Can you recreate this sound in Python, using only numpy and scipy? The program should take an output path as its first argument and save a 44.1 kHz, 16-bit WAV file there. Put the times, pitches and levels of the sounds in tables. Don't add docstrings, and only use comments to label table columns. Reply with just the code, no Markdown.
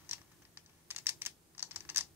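import sys
import numpy as np
from scipy import signal
from scipy.fft import rfft, irfft, next_fast_len
from scipy.io import wavfile
from scipy.ndimage import map_coordinates

SR = 44100
rng = np.random.default_rng(int(sys.argv[2]) if len(sys.argv) > 2 else 0)


def output_pcm(signal):
    pcm = np.clip(np.atleast_2d(signal).T, -1, 1) * 32767
    wavfile.write(sys.argv[1], SR, np.round(pcm).astype(np.int16))


N = 95167

SCRAPE_S = 0.001495


def amp(db):
    return 10 ** (np.asarray(db) / 20)


def unit(x):
    return x / np.sqrt(np.mean(x ** 2) + 1e-20)


def along(points, hz):
    point_hz, value = np.transpose(points)
    return np.interp(np.log(hz + 1), np.log(point_hz + 1), value)


def filtered(x, response):
    n = x.shape[-1]
    padded = next_fast_len(n + n // 8)
    spectrum = rfft(x, padded) * response(np.fft.rfftfreq(padded, 1 / SR))
    return irfft(spectrum, padded)[..., :n]


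def coloured(x, level_db, size=2048):
    gain = amp(level_db(np.fft.rfftfreq(size, 1 / SR)))
    cepstrum = irfft(np.log(gain))
    cepstrum[1:size // 2] *= 2
    cepstrum[size // 2 + 1:] = 0
    impulse = irfft(np.exp(rfft(cepstrum)))
    return signal.fftconvolve(x, impulse)[:len(x)]


def fade(t, t60):
    return np.exp(-np.log(1000) * t / t60)


def grains(per_s, size):
    strength = rng.standard_normal(size)
    return unit(strength * (rng.random(size) < per_s / SR))


def pair(noises, alike):
    def mid_side_gains(f):
        angle = np.arccos(np.clip(along(alike, f), -1, 1)) / 2
        return np.array([np.cos(angle), np.sin(angle)])

    mid, side = filtered(noises, mid_side_gains)
    return np.array([mid + side, mid - side])


def room_tone():
    # hz, relative_density_db
    floor_colour = [(40, -12.5), (65, -2.5), (330, -6.5), (550, -12.5), (1000, -15.5), (2600, -21.5),
                    (9000, -19), (15500, -24.5)]
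    # hz, likeness (0-1)
    floor_alike = [(60, 1), (300, 0.67), (1000, 0.041), (4000, 0.013)]
    # hz, nominal_rms_db
    hum_tones = [(162, -77)]
    floor_db, hum_waver = -67, .3
    noises = pair(rng.standard_normal((2, N)), floor_alike)
    air = filtered(noises, lambda f: amp(along(floor_colour, f)))
    t = np.arange(N) / SR

    def waver():
        return map_coordinates(rng.standard_normal(size=64), [t * 6])

    hum = 0
    for hz, db in hum_tones:
        level = np.sqrt(2) * amp(db) * (1 + hum_waver * waver())
        hum = hum + level * np.sin(2 * np.pi * hz * t + waver())
    return amp(floor_db) * unit(air) + hum


def handling():
    # time_s, level_db
    tug_levels = [(0, -66.5), (.14, -62), (.27, -69.5), (.37, -66), (.76, -75.5), (1.0, -62.5), (1.27, -64),
                  (1.42, -75.5), (1.79, -63), (1.98, -60), (2.15, -69.5)]
    # hz, relative_level_db
    tug_colour = [(45, -21), (62, 0.5), (170, 1), (230, -13), (340, 0.5), (480, -17), (900, -19),
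                  (2500, -22.5)]
    side_db = -7.5
    mid, side = filtered(rng.standard_normal((2, N)), lambda f: amp(along(tug_colour, f)))
    side = amp(side_db) * side
    level = amp(np.interp(np.arange(N) / SR, *np.transpose(tug_levels)))
    return level * unit(np.array([mid + side, mid - side]))


def room(x, size=8192):
    # hz, t60_s
    room_decay = [(300, 0.43), (1300, 0.12), (6000, 0.16), (12000, 0.14)]
    # hz, gain_db
    room_colour = [(300, 2.5), (2800, 3.5), (3800, 0.5), (5700, -3), (9000, 1.5), (15000, -10)]
    # hz, likeness (0-1)
    room_alike = [(500, 0.48), (1200, 0.52), (2500, 0.022)]
    build_s = 0.00074
    noises = pair(rng.standard_normal((2, size)), room_alike)
    hz, t, z = signal.stft(noises, SR, nperseg=128)
    shape = fade(t, along(room_decay, hz)[:, None]) * (1 - np.exp(-t / build_s))
    tail = signal.istft(z * shape, SR, nperseg=128)[1]
    tail = tail / np.linalg.norm(tail[0])
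    tail = filtered(tail, lambda f: amp(along(room_colour, f)))
    return signal.fftconvolve(x[None], tail, axes=1)


def mouthing():
    # time_s, level_db
    rub_levels = [(0.0, -66.5), (.2, -71), (.5, -82.5), (.72, -71.5), (.86, -78), (1.17, -88), (1.42, -103),
                  (1.76, -67), (2.15, -82)]
    # start_s, level_db
    nips = [(0.181, -57), (.316, -65.5), (.419, -61), (.694, -63.5), (1.727, -59), (1.746, -59.5)]
    # hz, relative_level_db
    rub_colour = [(300, -24), (900, -1.5), (1800, -3), (3200, -5.5), (6000, -8), (9000, -22.5),
                  (15000, -3.5)]
    rub_per_s, nip_t60_s = 970, 0.059
    t = np.arange(N) / SR
    level = amp(np.interp(t, *np.transpose(rub_levels)))
    for start_s, db in nips:
        level = level + amp(db) * (t >= start_s) * fade(abs(t - start_s), nip_t60_s)
    rub = coloured(grains(rub_per_s, N), lambda f: along(rub_colour, f))
    return level * unit(rub + room(rub)[:, :N])


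def click(spot_hz, size=4096):
    # nominal_hz, nominal_level_db
    toy_modes = [(1120, -12.5), (1750, -11), (2050, -19), (2650, -13), (4850, -9.5), (5550, -9.5),
                 (7510, -12)]
    spot_db, scrape_db, chatter_db = -5.5, -2.5, -15
    crack_t60_s, chatter_t60_s, chatter_per_s = 0.0092, .034, 980
    ring_t60_s, ring_shortens = 0.014, 0.14
    scatter_db, detune = 2, 0.02
    contact_rise_s = .0004
    since_snap = np.arange(size) / SR - SCRAPE_S
    t = np.maximum(since_snap, 0)

    hz, db = np.transpose([*toy_modes, (spot_hz, spot_db)])[:, :, None]
    level_chance, pitch_chance, sign_chance = rng.standard_normal((3, len(hz), 1))
    mode_gain = np.sign(sign_chance) * amp(db + scatter_db * level_chance)
    ring = mode_gain * np.sin(2 * np.pi * hz * (1 + detune * pitch_chance) * t)
    ring = ring * fade(t, ring_t60_s * (1000 / hz) ** ring_shortens)

    chatter = amp(chatter_db) * grains(chatter_per_s, size) * fade(t, chatter_t60_s)
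    crack = rng.standard_normal(size) * fade(t, crack_t60_s)
    snap = (crack + ring.sum(0) + chatter) * (1 - np.exp(-t / contact_rise_s))
    scrape_level = amp(scrape_db) * (since_snap < 0) * (1 + since_snap / SCRAPE_S) ** 2
    return snap + scrape_level * rng.standard_normal(size)


def balanced(sound, knock_db, clack_db, edge_db):
    knock_hz, clack_hz, edge_hz = 1520, 3600, 7580

    def below(f, corner_hz):
        return 1 / (1 + (f / corner_hz) ** 8)

    def bands(f):
        edges = [0 * f, below(f, knock_hz), below(f, clack_hz), below(f, edge_hz), 1 + 0 * f]
        return np.diff(edges, axis=0)

    spectrum = rfft(sound) * bands(np.fft.rfftfreq(len(sound), 1 / SR))
    present_db = 10 * np.log10(np.mean(abs(spectrum) ** 2, axis=1))
    gains_db = np.array([knock_db, clack_db, 0, edge_db]) - present_db
    return coloured(sound, lambda f: gains_db @ bands(f))


def nibbling():
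    # snap_s, treble_db (before clicks_db and colour), spot_hz (nominal),
    # knock_db, clack_db, edge_db (relative to treble, before colour)
    clicks = [(0.0919, -47, 6160, -22, -7, -5), (0.0951, -47.5, 6000, -10.5, -15, -2),
              (0.1114, -34.5, 5700, -25.5, -14.5, -9), (0.1272, -53.5, 6000, -7, -3.5, -2),
              (0.1318, -35, 5810, -17, -8.5, -8), (0.2156, -61.5, 5900, 1, 0.5, -4),
              (0.4517, -61, 5430, -8, -2, -17), (0.573, -47, 5030, -13, -5.5, -12),
              (0.6612, -57.5, 5960, -22, -16, -15), (0.9051, -42.5, 6360, -13, -5, -5),
              (0.9105, -39, 6370, -18, -7, -3), (0.947, -58, 6050, -3.5, 3, -13),
              (0.9626, -37, 6660, -19.5, -8.5, -7), (0.981, -47.5, 6000, -13, -10, -2),
              (0.9859, -43.5, 6300, -22, -7.5, -6), (1.059, -56, 6150, -5, 5, -7),
              (1.068, -26.5, 5600, -26, -11.5, -6.5), (1.0867, -37, 5680, -19.5, -10, -17),
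              (1.0918, -31, 5150, -26, -8.5, -1), (1.099, -43, 5570, -13.5, -28, -1),
              (1.2149, -55, 5600, -0.5, -17, -3), (1.2191, -38, 5620, -23.5, -5, -2),
              (1.252, -44, 6440, -15, -5.5, -3), (1.2616, -37.5, 6800, -25, 1, 3.5),
              (1.266, -39, 6180, -13.5, -10, -1.5), (1.5493, -61.5, 5630, -3, -4.5, -18),
              (1.58, -46.5, 6270, -11.5, -15, -12), (1.594, -41, 5310, -18, -13, -12.5),
              (1.6046, -48.5, 5630, -15.5, -7, -27), (1.6268, -31.5, 5930, -16.5, -20, -12.5),
              (1.7103, -46, 6100, -12, -7, -13), (1.715, -45, 5440, -25, -14, -14),
              (1.7604, -36, 6660, -19, -18, -8.5), (1.764, -43.5, 5650, -10.5, -7, -4),
              (1.806, -47, 6200, -18, -5.5, -9), (1.8506, -61, 5880, -2, 2, -12),
              (1.8911, -44, 6160, -9.5, -1.5, -12), (1.8955, -46, 6060, -20, -21, -9),
              (1.8992, -39.5, 5680, -13.5, -10.5, -11.5), (1.947, -44.5, 5800, -15, -7, -14),
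              (1.9604, -31, 6140, -19, -7, -2), (1.9713, -25.5, 6050, -27, -17.5, -14),
              (1.9801, -27, 5450, -25.5, -15.5, -2.5), (1.9881, -34, 6240, -15, -8, -20),
              (2.0087, -34, 6340, -20, -15.5, -9.5)]
    # hz, gain_db
    click_colour = [(200, -15), (560, -6), (850, 5.5), (1300, -0.5), (1750, -1), (2500, -1.5), (3300, 0),
                    (4600, 2.5), (6100, -4.5), (8500, 2), (16000, -5.5)]
    clicks_db, room_db = 19.5, -8
    apart_share, apart_hz = .45, 3000

    def port_gains(f):
        share = apart_share * f ** 2 / (f ** 2 + apart_hz ** 2)
        return np.sqrt([1 - share, share])

    out = np.zeros((2, N + SR))
    for snap_s, treble_db, spot_hz, *balance_db in clicks:
        direct = balanced(click(spot_hz), *balance_db)
        apart = balanced(click(spot_hz), *balance_db)
        impulse = signal.unit_impulse(len(direct), round(SCRAPE_S * SR))
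        diffuse = balanced(impulse, *balance_db)
        sound = amp(room_db) * room(diffuse + direct / 2)
        sound[0, :len(direct)] += direct
        sound[1, :len(direct)] += filtered(np.array([direct, apart]), port_gains).sum(0)
        start = round((snap_s - SCRAPE_S) * SR)
        out[:, start:][:, :sound.shape[1]] += amp(treble_db + clicks_db) * sound
    return np.array([coloured(port[:N], lambda f: along(click_colour, f)) for port in out])


def scene():
    # hz, gain_db
    left_port = [(1000, 1.5), (1900, 7), (3300, -1), (4500, 3.5), (5300, 9), (5950, 15), (6500, 11.5),
                 (7500, 5), (9000, -1.5), (15000, 0)]
    left_lag_s = .00011
    left, right = nibbling() + mouthing()
    left = coloured(left, lambda f: along(left_port, f))
    left = filtered(left, lambda f: np.exp(-2j * np.pi * f * left_lag_s))
    return np.array([left, right]) + handling() + room_tone()


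def record(dry):
    top_hz = 15700
    return filtered(dry, lambda f: f < top_hz)


dry = scene()
out = record(dry)
output_pcm(out)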